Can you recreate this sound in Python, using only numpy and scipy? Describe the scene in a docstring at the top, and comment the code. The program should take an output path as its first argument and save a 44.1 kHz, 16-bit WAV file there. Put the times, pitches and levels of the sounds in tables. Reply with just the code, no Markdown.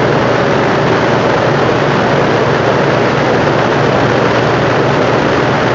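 """A long concrete hall with a row of hydroelectric generators, heard from a gallery above the nearest. Water
roars through the turbines and cooling air rushes through the rotors, both pulsing with the shaft. Mains hum and
low stator tones sound beneath, and the core whines above them. Wall reflections make each tone waver, and a
deep rumble fills the hall."""
import sys
import numpy as np
from scipy import signal
from scipy.fft import rfft, irfft, next_fast_len
from scipy.io import wavfile
from scipy.ndimage import uniform_filter1d

SR = 44100
rng = np.random.default_rng(int(sys.argv[2]) if len(sys.argv) > 2 else 0)


def generate_wav(signal):
    """Clip the signal to [-1, 1] and save it as 16-bit WAV at the path in sys.argv[1]."""
    frames = np.transpose(np.atleast_2d(signal))
    scaled = np.clip(frames, -1, 1) * 32767
    pcm = np.round(scaled).astype(np.int16)
    wavfile.write(sys.argv[1], SR, pcm)


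N = 253134
TIME_S = np.arange(N) / SR
SHAFT_HZ = 2.9986


def turbine_water(chop, eddies):
    """Dull, churning roar of water in the turbines: slow surges under quick eddies."""
    # Each row: frequency in Hz, noise density in dB.
    spectrum = [(60, -44.5), (200, -20.5), (290, -7.5), (350, 0.5), (395, 1), (450, 0.7), (515, -0.4),
                (570, 1.5), (630, -1.5), (740, -6), (1000, -14), (2000, -32), (8000, -70.5)]
    # Each row: time in seconds, roar level in dB.
    levels = [(0, -14.5), (1.9, -15.5), (2.35, -15), (3.05, -13.5), (3.18, -17), (3.3, -14.5), (4.4, -15),
              (4.65, -15), (5.3, -15.5), (5.5, -16), (5.74, -14.5)]
    level_db = level_curve(levels) + 0.25 * drift(rate_hz=10)
    roar = from_db(level_db) * evened(coloured_noise(spectrum))
    return (roar + water_surges()) * from_db(0.88 * eddies) * (1 + chop)


def water_surges():
    """Brief swells in the water's churning roar, each a narrow band of noise rising and falling."""
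    # Each row: crest time in seconds, level in dB, half-width in seconds, band centre in Hz.
    surges = [(0.09, -18, 0.041, 406), (0.93, -15, 0.053, 407), (1.336, -14.5, 0.049, 524),
              (1.47, -13, 0.027, 455), (1.707, -17, 0.032, 513), (2.179, -11.5, 0.044, 500),
              (2.412, -15, 0.029, 470), (2.674, -16, 0.065, 530), (2.795, -19.5, 0.035, 400),
              (2.99, -22, 0.07, 510), (3.337, -15.5, 0.068, 543), (3.945, -15.5, 0.036, 564),
              (4.03, -16, 0.08, 222), (4.2, -15, 0.064, 473), (4.801, -11.5, 0.048, 424),
              (5.0, -15.5, 0.032, 480), (5.146, -12, 0.039, 550)]
    half_band_hz = 100
    out = np.zeros(N)
    for crest_s, db, half_width_s, hz in surges:
        band = signal.butter(2, [hz - half_band_hz, hz + half_band_hz], "band", fs=SR, output="sos")
        churn = evened(signal.sosfilt(band, rng.standard_normal(N)))
        envelope = np.exp(-((TIME_S - crest_s) / half_width_s) ** 2)
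        out += from_db(db) * envelope * churn
    return out


def cooling_air(chop, eddies):
    """Bright rush of air through rotors and coolers; the whole band flutters together."""
    # Each row: frequency in Hz, noise density in dB.
    spectrum = [(30, -44.5), (200, -25.5), (600, -5), (790, 2), (845, 4), (900, 3.5), (1000, 2.5),
                (1100, 0.7), (1500, 0.9), (1900, -3), (2300, -8.5), (3000, -10), (3700, -15), (4500, -17),
                (6100, -22.5), (7100, -31), (7550, -47), (8200, -71)]
    # Each row: time in seconds, rush level in dB.
    levels = [(0, -17), (0.7, -16.5), (0.8, -17), (0.96, -15.6), (1.2, -16.5), (1.75, -17), (2.05, -16),
              (2.55, -17), (2.8, -16.5), (3.3, -16.5), (3.9, -16.5), (4.3, -15.5), (4.7, -17.1),
              (5.1, -16.5), (5.74, -16.5)]
    vortices = drift(rate_hz=1100)   # millisecond bursts make the rush gritty
    flutter_db = 1.22 * eddies + 1.2 * vortices
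    rush = evened(from_db(flutter_db) * coloured_noise(spectrum))
    return from_db(level_curve(levels)) * rush * (1 + chop)


def rotor_chop():
    """Pulsing of the flow: a swell each turn, a throb from the arms, a fine buzz from the poles."""
    # Each entry: beats per turn, modulation depth from 0 to 1.
    depths = {1: 0.02, 3: 0.019, 8: 0.035, 88: 0.069}
    first_crest_s = 0.008
    shaft_rad = 2 * np.pi * SHAFT_HZ * (TIME_S - first_crest_s)
    return sum(depth * np.cos(beats * shaft_rad) for beats, depth in depths.items())


def low_hum():
    """Low hum tones: mains hum near 60 and 120 Hz, and a close pair from stator and runner that beats once a
    turn."""
    # Each entry: multiple of the shaft speed, level in dB.
    tones = {20: -43.5, 40: -24.5, 47: -32, 48: -25}
    return sum(wavering_tone(order * SHAFT_HZ, db, crest_s=0.182, waver_db=1.0, waver_rad=0.18)
               for order, db in tones.items())


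def core_whine():
    """Whine of the iron core; the strongest tones swell as the listener crosses their standing waves."""
    # Each entry: multiple of core_hz, level in dB.
    steady = {2: -39, 18: -40.5, 28: -42, 30: -43, 33: -42.5, 44: -47, 48: -45}
    # Each entry: multiple of core_hz, then rows of time in seconds, level in dB.
    standing_waves = { 10: [(0, -33.5), (0.8, -27.5), (1.6, -26.5), (2.2, -33.5), (4.2, -35.5), (5.1, -26),
                      (5.74, -27)], 12: [(0, -26.5), (0.9, -36), (2.0, -31.5), (3.1, -26.5), (3.8, -30.5),
                      (5.74, -33)], 14: [(0, -39), (0.6, -26), (1.1, -36), (3.1, -34.5), (4.4, -29),
                      (5.4, -49.5)], 15: [(0, -41), (0.9, -27.5), (1.8, -27.5), (2.4, -42), (3.2, -30),
                      (4.3, -31), (5.74, -32.5)]}
    core_hz = 39.98
    swelling = {order: level_curve(levels) for order, levels in standing_waves.items()}
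    return sum(wavering_tone(order * core_hz, db, crest_s=rng.random(), waver_db=0.3, waver_rad=0.3)
               for order, db in {**steady, **swelling}.items())


def wavering_tone(hz, db, crest_s, waver_db, waver_rad):
    """One tone; wall reflections shift its level and phase as the listener moves."""
    waver_hz = 1.2
    phase_rad = 2 * np.pi * hz * (TIME_S - crest_s) + waver_rad * drift(waver_hz)
    return np.sqrt(2) * from_db(db + waver_db * drift(waver_hz)) * np.cos(phase_rad)


def hall_rumble(level_db):
    """Steady rumble: low sound rings longest between concrete walls, which evens out its flutter."""
    # Each row: frequency in Hz, noise density in dB.
    spectrum = [(20, -38), (42, -18.5), (68, -14.5), (88, -8), (104, -3.5), (170, -0.5), (250, 0.1),
                (330, -2), (500, -13.5), (1500, -66.5)]
    return from_db(level_db) * coloured_noise(spectrum)


def coloured_noise(spectrum):
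    """Noise at rms 1, shaped by (Hz, dB) rows."""
    hz, db = np.transpose(spectrum)
    size = next_fast_len(N)
    bins_hz = np.maximum(np.fft.rfftfreq(size, 1 / SR), 1)
    gain = from_db(np.interp(np.log(bins_hz), np.log(hz), db))
    white = rfft(rng.standard_normal(size))
    return rms_one(irfft(white * gain, size)[:N])


def drift(rate_hz):
    """Smooth random curve at rms 1, changing about rate_hz times a second."""
    step, run_in = 40, 2000
    pole = np.exp(-2 * np.pi * step * rate_hz / SR)
    white = rng.standard_normal(N // step + run_in + 2)
    slow = signal.lfilter([1], [1, -2 * pole, pole * pole], white)[run_in:]
    return np.interp(np.arange(N) / step, np.arange(len(slow)), rms_one(slow))


def level_curve(levels):
    """Level in dB at each sample, from (seconds, dB) rows."""
    return np.interp(TIME_S, *np.transpose(levels))


def evened(x, window_s=0.22):
    """Hold the running rms at 1; the quick grain stays."""
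    return x / np.sqrt(running_power(x, window_s))


def running_power(x, window_s):
    """Mean square over a sliding window."""
    return uniform_filter1d(x ** 2, int(window_s * SR)) + 1e-12


def rms_one(x):
    """Scale to rms 1."""
    return x / np.sqrt(np.mean(x ** 2) + 1e-20)


def from_db(db):
    """Decibels to gain."""
    return 10 ** (np.asarray(db) / 20)


def scene():
    """Water, air, hum, whine and rumble in mono; one shaft and the same eddies stir both flows."""
    chop, eddies = rotor_chop(), drift(rate_hz=81)
    flows = turbine_water(chop, eddies) + cooling_air(chop, eddies)
    return (flows + hall_rumble(level_db=-18.0) + low_hum() + core_whine())[None]


def record(dry):
    """Quick gain control steadies the level, a soft clip rounds the peaks, a low-pass cuts the top."""
    rest_db, swing_share = -10.5, 0.3
    ceiling, cutoff_hz = 0.97, 7650
    level_db = 10 * np.log10(running_power(dry, window_s=0.025))
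    steadied = dry * from_db(swing_share * (rest_db - level_db))
    rounded = steadied / (1 + (steadied / ceiling) ** 8) ** (1 / 8)
    low_pass = signal.ellip(10, 0.05, 60, cutoff_hz, fs=SR, output="sos")
    return signal.sosfiltfilt(low_pass, rounded)


dry = scene()
out = record(dry)
generate_wav(out)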